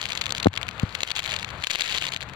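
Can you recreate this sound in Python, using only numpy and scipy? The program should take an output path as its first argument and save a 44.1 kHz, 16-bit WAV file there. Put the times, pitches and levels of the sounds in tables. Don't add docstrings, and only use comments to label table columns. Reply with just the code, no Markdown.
import sys
import numpy as np
from scipy import signal
from scipy.fft import rfft, irfft
from scipy.io import wavfile
from scipy.ndimage import uniform_filter1d

SR = 44100
rng = np.random.default_rng(int(sys.argv[2]) if len(sys.argv) > 2 else 0)


def level_to_linear(level):
    exponent = np.asarray(level, float) / 20
    return 10 ** exponent


def to_wav(sig):
    pcm = np.clip(np.atleast_2d(sig), -1, 1) * 32767
    pcm = np.round(pcm).astype(np.int16)
    wavfile.write(sys.argv[1], SR, pcm.T)


N = 103635


def spectrum_level(table, hz):
    f, db = np.array(table, float).T
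    return np.interp(np.log(np.maximum(hz, 1)), np.log(f), db)


def minimum_phase(db, size):
    cepstrum = irfft(db * np.log(10) / 20, size)
    cepstrum[1:size // 2] *= 2
    cepstrum[size // 2 + 1:] = 0
    return np.exp(rfft(cepstrum))


def resonance(x, hz, width_hz):
    return signal.lfilter(*signal.iirpeak(hz, hz / width_hz, fs=SR), x)


def slow_wander(rate_hz):
    k = int(SR / rate_hz)
    steps = np.repeat(rng.standard_normal(N // k + 1), k)
    smooth = uniform_filter1d(uniform_filter1d(steps, k), k)[:N]
    return smooth / smooth.std()


def follow(table):
    return np.interp(np.arange(N) / SR, *np.array(table).T)


def highpass(x, hz):
    return signal.sosfilt(signal.butter(2, hz, "high", fs=SR, output="sos"), x)


# [f/Hz, level/dB]
LEFT_PORT_COLOUR = [(600, -4), (2300, 7), (4400, 4.5), (5300, -5), (7200, 0), (8800, -14), (11500, -15),
                    (15500, -21)]
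RIGHT_PORT_COLOUR = [(600, -10), (2200, -12.5), (4300, -4.5), (5300, -18.5), (7200, -7.5), (8800, -27),
                     (11500, -23.5), (15500, -39.5)]
PITCH_LIFT_DB, PITCH_WIDTH = 8.5, 0.3
LEFT_LAG_S, LAG_SCATTER_S, PAN_SCATTER_DB = 0.00021, 0.00002, 3.5
ECHO_DB, ECHO_DECAY_S = -14, 0.00077


def impact_pulses(s, db, hz, size=512):
    f = np.arange(size // 2 + 1) * SR / size
    octave_offset = np.log(np.maximum(f, 1) / hz[:, None]) / PITCH_WIDTH
    lift = level_to_linear(PITCH_LIFT_DB * np.exp(-0.5 * octave_offset ** 2))

    start = (s * SR).astype(int) - size // 8
    delay = np.exp(-2j * np.pi * f * (s - start / SR)[:, None])

    scatter = rng.standard_normal((len(s), 2))
    lead_s = LEFT_LAG_S + LAG_SCATTER_S * scatter[:, :1]
    right_lead = np.exp(2j * np.pi * f * lead_s) * level_to_linear(PAN_SCATTER_DB * scatter[:, 1:])

    fade = level_to_linear(ECHO_DB) * np.exp(-np.arange(size // 2) / (ECHO_DECAY_S * SR))
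    tail = np.cumsum(rng.standard_normal((len(s), 2, size // 2)), axis=1) / np.sqrt([[1], [2]])
    echo = 1 + rfft(tail * fade, size)

    left = minimum_phase(spectrum_level(LEFT_PORT_COLOUR, f), size)
    right = minimum_phase(spectrum_level(RIGHT_PORT_COLOUR, f), size) * right_lead
    pulses = [irfft(-port * lift * delay * echo[:, ch], size) for ch, port in enumerate([left, right])]
    gain = level_to_linear(db) / np.abs(pulses[0]).max(axis=1)
    out = np.zeros((2, N + 2 * size))
    where = np.clip(start, -size, N)[:, None] + size + np.arange(size)
    for ch in range(2):
        np.add.at(out[ch], where, pulses[ch] * gain[:, None])
    return out[:, size:size + N]


# [t/s, level/dB]
FAR_BUSYNESS = [(0, -39.5), (.27, -47), (.33, -70), (.7, -57.5), (1.03, -41), (1.13, -42), (1.35, -38.5),
                (1.52, -56.5), (1.62, -41.5), (1.72, -34.5), (1.78, -30.5), (1.84, -30), (1.98, -33.5),
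                (2.0, -39), (2.03, -34.5), (2.1, -45.5), (2.35, -71)]
PATTER_DB, PATTER_SCATTER_DB, PATTER_HZ, BLUR_DB = 6.5, 5.5, 2920, -5.5


def patter(count=1000, blur_count=1800):
    u = rng.random((count + blur_count, 3))
    s = u[:, 0] * (N - 1) / SR
    db = np.interp(s, *np.array(FAR_BUSYNESS).T) + PATTER_DB
    db -= PATTER_SCATTER_DB * np.log(0.013 + u[:, 1])
    db += 0.41 * slow_wander(40.2)[(s * SR).astype(int)]
    db[count:] += BLUR_DB
    return impact_pulses(s, db, PATTER_HZ * np.exp(0.9 * (u[:, 2] - 0.5)))


# [f/Hz, level/dB per Hz]
LEFT_HISS_COLOUR = [(250, -4.5), (500, 2.5), (1300, 8), (2500, 1), (4400, -7.5), (5100, -26), (7500, -22.5),
                    (9000, -35.5)]
RIGHT_HISS_COLOUR = [(250, -28), (500, -2.5), (1300, -10), (2500, -20), (4400, -13), (5100, -39),
                     (7500, -40), (9000, -45)]
# [t/s, level/dB]
SAND_RUSH = [(0, 0), (.9, 0), (1.3, 2.5), (1.5, 1), (1.63, 0.5), (1.7, -2.5), (2.35, -3)]
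HISS_DB, ALIKE_BELOW_HZ = -37.5, 1350


def sand_hiss():
    f = np.arange(N // 2 + 1) * SR / N
    flutter = level_to_linear(1.5 * slow_wander(25) + 0.6 * slow_wander(3))
    a, b = rfft(rng.standard_normal((2, N)) * flutter)
    alike = 1 / np.sqrt(1 + (f / ALIKE_BELOW_HZ) ** 4)
    left = a * level_to_linear(spectrum_level(LEFT_HISS_COLOUR, f))
    right = (alike * a + np.sqrt(1 - alike ** 2) * b) * level_to_linear(spectrum_level(RIGHT_HISS_COLOUR, f))
    out = highpass(irfft([left, right], N), 150)
    return out * level_to_linear(HISS_DB) / out[0].std() * level_to_linear(follow(SAND_RUSH))


# [t/s, level/dB]
WIND_GUSTS = [(0, -0.5), (.4, 6), (.95, 1), (1.1, -2), (1.3, 2), (1.6, 5.5), (1.66, -9), (1.85, -5),
              (2.0, 0.5), (2.35, 4)]
WIND_DB, WIND_HZ, WIND_WIDTH_HZ, WIND_RIGHT_DB = -44, 98, 81, -7


def wind():
    rumble = resonance(rng.standard_normal(N), WIND_HZ, WIND_WIDTH_HZ)
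    rumble = resonance(rumble, WIND_HZ, 2 * WIND_WIDTH_HZ)
    port_gain = level_to_linear(np.array([[0], [WIND_RIGHT_DB]]))
    return rumble / rumble.std() * level_to_linear(WIND_DB + follow(WIND_GUSTS)) * port_gain


# [t/s, peak level/dB, f/Hz]
NEAR_CLACKS = [(0.0146, -8, 3980), (0.0283, -10, 3020), (0.0395, -17, 3200), (0.0555, -10, 2940),
               (0.0651, -17, 2700), (0.0884, -16, 3730), (0.0938, -14, 1530), (0.1011, -16, 2880),
               (0.1053, -15, 2870), (0.12, -9, 4150), (0.1221, -15, 3680), (0.1316, -15, 2920),
               (0.1524, -11, 3120), (0.1589, -16, 2300), (0.1749, -9, 3440), (0.1786, -19, 3220),
               (0.1933, -22, 2890), (0.2128, -9, 4200), (0.2149, -8, 3350), (0.2171, -9, 3680),
               (0.239, -16, 3560), (0.2412, -20, 3210), (0.258, -9, 3350), (0.2657, -8, 2960),
               (0.2803, -22, 2340), (0.2936, -15, 1740), (0.305, -16, 4630), (0.3074, -9, 3430),
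               (0.3229, -5, 4410), (0.3498, -11, 3450), (0.36, -21, 4390), (0.3655, -18, 3210),
               (0.3681, -20, 3890), (0.3736, -18, 1750), (0.3805, -10, 2450), (0.3996, -15, 1520),
               (0.4013, -11, 3460), (0.4037, -18, 1930), (0.4285, -10, 3470), (0.4308, -11, 3280),
               (0.4457, -8, 3510), (0.5393, -16, 2210), (0.5541, -20, 4000), (0.5628, -15, 3610),
               (0.575, -8, 2580), (0.5768, -8, 3730), (0.6143, -15, 2290), (0.6216, -22, 1400),
               (0.6304, -10, 2670), (0.6682, -21, 2530), (0.6829, -17, 1350), (0.6888, -8, 2340),
               (0.7115, -20, 3290), (0.7977, -9, 2550), (0.9507, -7, 2610), (0.9531, -13, 2520),
               (1.0063, -9, 3470), (1.0313, -18, 2800), (1.0332, -1, 3160),
               (1.0758, -15, 2400), (1.0852, -20, 3700), (1.0886, -20, 2740), (1.0988, -18, 3290),
                 (1.1051, -9, 3160), (1.115, -7, 3570), (1.1168, -14, 3270), (1.119, -19, 3500),
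                 (1.1539, -15, 3570), (1.1596, -16, 3360), (1.1637, -8, 3120), (1.167, -11, 2750),
                 (1.1716, -13, 3290), (1.1775, -16, 2670), (1.1822, -12, 3200), (1.1917, -7, 2810),
                 (1.1947, -10, 2690), (1.2006, -18, 2920), (1.2031, -20, 2100), (1.2227, -18, 2320),
                 (1.231, -19, 3090), (1.2414, -19, 2440), (1.2474, -15, 2890), (1.2557, -15, 2590),
                 (1.2606, -10, 2870), (1.2659, -20, 1690), (1.2769, -15, 3240), (1.2923, -14, 3380),
                 (1.3009, -15, 3160), (1.3067, -19, 3870), (1.3117, -18, 4000), (1.3193, -9, 2120),
                 (1.3285, -17, 2090), (1.3391, -11, 4160), (1.3634, -9, 3410), (1.3659, -15, 2720),
                 (1.3889, -13, 3350), (1.3967, -16, 3860), (1.4285, -13, 2480), (1.4462, -12, 2790),
                 (1.4795, -25, 2200), (1.4897, -20, 2370), (1.5039, -19, 2740), (1.5078, -20, 1450),
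                 (1.6388, -5, 2760), (1.6453, -9, 3040), (1.6702, -6, 2380), (1.6745, -18, 3350),
                 (1.6999, -12, 2860), (1.7051, -12, 4440), (1.7072, -9, 2690), (1.7123, -6, 3620),
                 (1.7154, -12, 2920), (1.7295, -17, 4110), (1.7332, -11, 3760), (1.7351, -15, 3770),
                 (1.741, -13, 3220), (1.7505, -7, 3260), (1.7564, -5, 2530),
               (1.7886, -14, 3200), (1.7963, -10, 2880), (1.808, -6, 4060), (1.8102, -13, 1990),
                (1.8141, -14, 3090), (1.8196, -6, 3720), (1.8214, -18, 4420), (1.8239, -17, 3500),
                (1.8369, -15, 2290), (1.8452, -17, 2070), (1.8506, -16, 3060), (1.8616, -14, 3270),
                (1.8773, -12, 2910), (1.8938, -12, 2910), (1.8964, -17, 3170), (1.899, -12, 2820),
                (1.9044, -15, 3250), (1.9186, -16, 3310), (1.9245, -8, 3560), (1.9273, -15, 3620),
                (1.931, -17, 3550), (1.9378, -18, 2800), (1.9428, -13, 2920), (1.9479, -8, 3220),
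                (1.9521, -10, 2800), (1.958, -12, 2780), (1.9668, -12, 3470), (1.9737, -16, 2650),
                (1.9764, -8, 3730), (1.9802, -14, 2550), (1.9839, -17, 3020), (2.0128, -15, 3180),
                (2.0212, -16, 2830), (2.024, -17, 2440), (2.0322, -17, 2830), (2.0337, -16, 2980),
                (2.0402, -11, 2470), (2.0515, -13, 1330), (2.0546, -14, 3430), (2.0673, -10, 3010),
                (2.0763, -15, 3090), (2.0829, -16, 4550), (2.0882, -19, 4120), (2.0902, -17, 1740),
                (2.1205, -15, 2470), (2.1239, -16, 3920), (2.1346, -19, 2910), (2.1375, -11, 2770),
                (2.1454, -15, 3320), (2.1633, -7, 2540), (2.1722, -21, 2950), (2.2072, -17, 2080),
                (2.2119, -19, 3660), (2.2189, -18, 3910), (2.2273, -14, 1800), (2.2332, -19, 2910),
                (2.2892, -23, 3270), (2.297, -22, 1930), (2.3356, -22, 1880)]
# [t/s, peak level/dB, f/Hz]
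KNOCK_CLACKS = [(0.46, -27, 3000), (0.47, -12, 2000), (0.4831, -23, 3000), (.532, -23, 3300)]
CLACK_DB, GRAZE_DB, REBOUND_DB = 1, -21, -8
REBOUND_S, REBOUND_SCATTER_DB = 0.001608, 5


def clacks():
    contacts = NEAR_CLACKS + KNOCK_CLACKS
    s, db, hz = np.array(contacts, float).T
    gap = rng.random((len(s), 2))
    scatter = rng.standard_normal((len(s), 4))
    more_s = s[:, None] + REBOUND_S * (0.5 + gap) * [-1, 1]
    more_db = db[:, None] + [GRAZE_DB, REBOUND_DB]
    more_db = more_db + REBOUND_SCATTER_DB * np.clip(scatter[:, :2], -2, 1)
    more_hz = hz[:, None] * np.exp(0.28 * scatter[:, 2:])
    all_db = CLACK_DB + np.r_[db, more_db.ravel()]
    return impact_pulses(np.r_[s, more_s.ravel()], all_db, np.r_[hz, more_hz.ravel()])


# [t/s, depth level/dB]
GAIN_DIPS = [(.325, -1.5), (0.476, -19), (1.036, -7), (1.117, -7), (1.195, -8), (1.648, -7.5),
             (1.673, -8.5), (1.759, -9), (1.823, -8.5), (2.164, -5)]
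HOLD_S, RELEASE_S = 0.017, 0.026


def ducking():
    t = np.arange(N) / SR
    dips = []
    for s, depth_db in GAIN_DIPS:
        recovery = np.exp(-np.maximum(t - s - HOLD_S, 0) / RELEASE_S)
        dips.append(depth_db * (t > s) * recovery)
    return level_to_linear(uniform_filter1d(np.min(dips, axis=0), size=100))


# [t/s, signed push, push length/s]
CASE_KNOCKS = [
    (.45862, -.457, .00027),
    (.4687, -.97, .00015),
    (.4708, .18, .00036),
    (.8333, .37, .0011),
    (.8337, -.1, .0003),
    (.8381, .325, .0033),
]
# [f/Hz, width/Hz, signed gain]
CASE_MODES = [
    [(93, 24, -11.5), (165, 63, -1.4), (478, 215, 2.8), (931, 175, -1.6)],
    [(94, 26, -7), (168, 78, -1.3), (310, 198, 2.05), (617, 690, -1.95)],
]
DIRECT_GAIN, RIGHT_LATE_S, KNOCK_CUT_HZ = (1.23, 1.055), 0.0003, 159


def knocks():
    t = np.arange(N) / SR
    out = np.zeros((2, N))
    for ch in range(2):
        push = np.zeros(N)
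        for s, strength, length_s in CASE_KNOCKS:
            push += strength * np.exp(-0.5 * ((t - s - ch * RIGHT_LATE_S) / length_s) ** 2)
        push = highpass(push, KNOCK_CUT_HZ)
        out[ch] = DIRECT_GAIN[ch] * push
        for hz, width_hz, gain in CASE_MODES[ch]:
            out[ch] += gain * resonance(push, hz, width_hz)
    return out


def scene():
    background = patter() + sand_hiss() + wind()
    return clacks() + knocks() + background * ducking()


def top_cut(x):
    return signal.sosfilt(signal.butter(12, 17040, fs=SR, output="sos"), x)


def record(dry):
    lowpass = signal.ellip(6, 0.3, 50, 16000, fs=SR, output="sos")
    mix = signal.sosfilt(lowpass, np.clip(dry, -1, 1))
    return top_cut(np.clip(mix, -1, 1))


dry = scene()
out = record(dry)
to_wav(out)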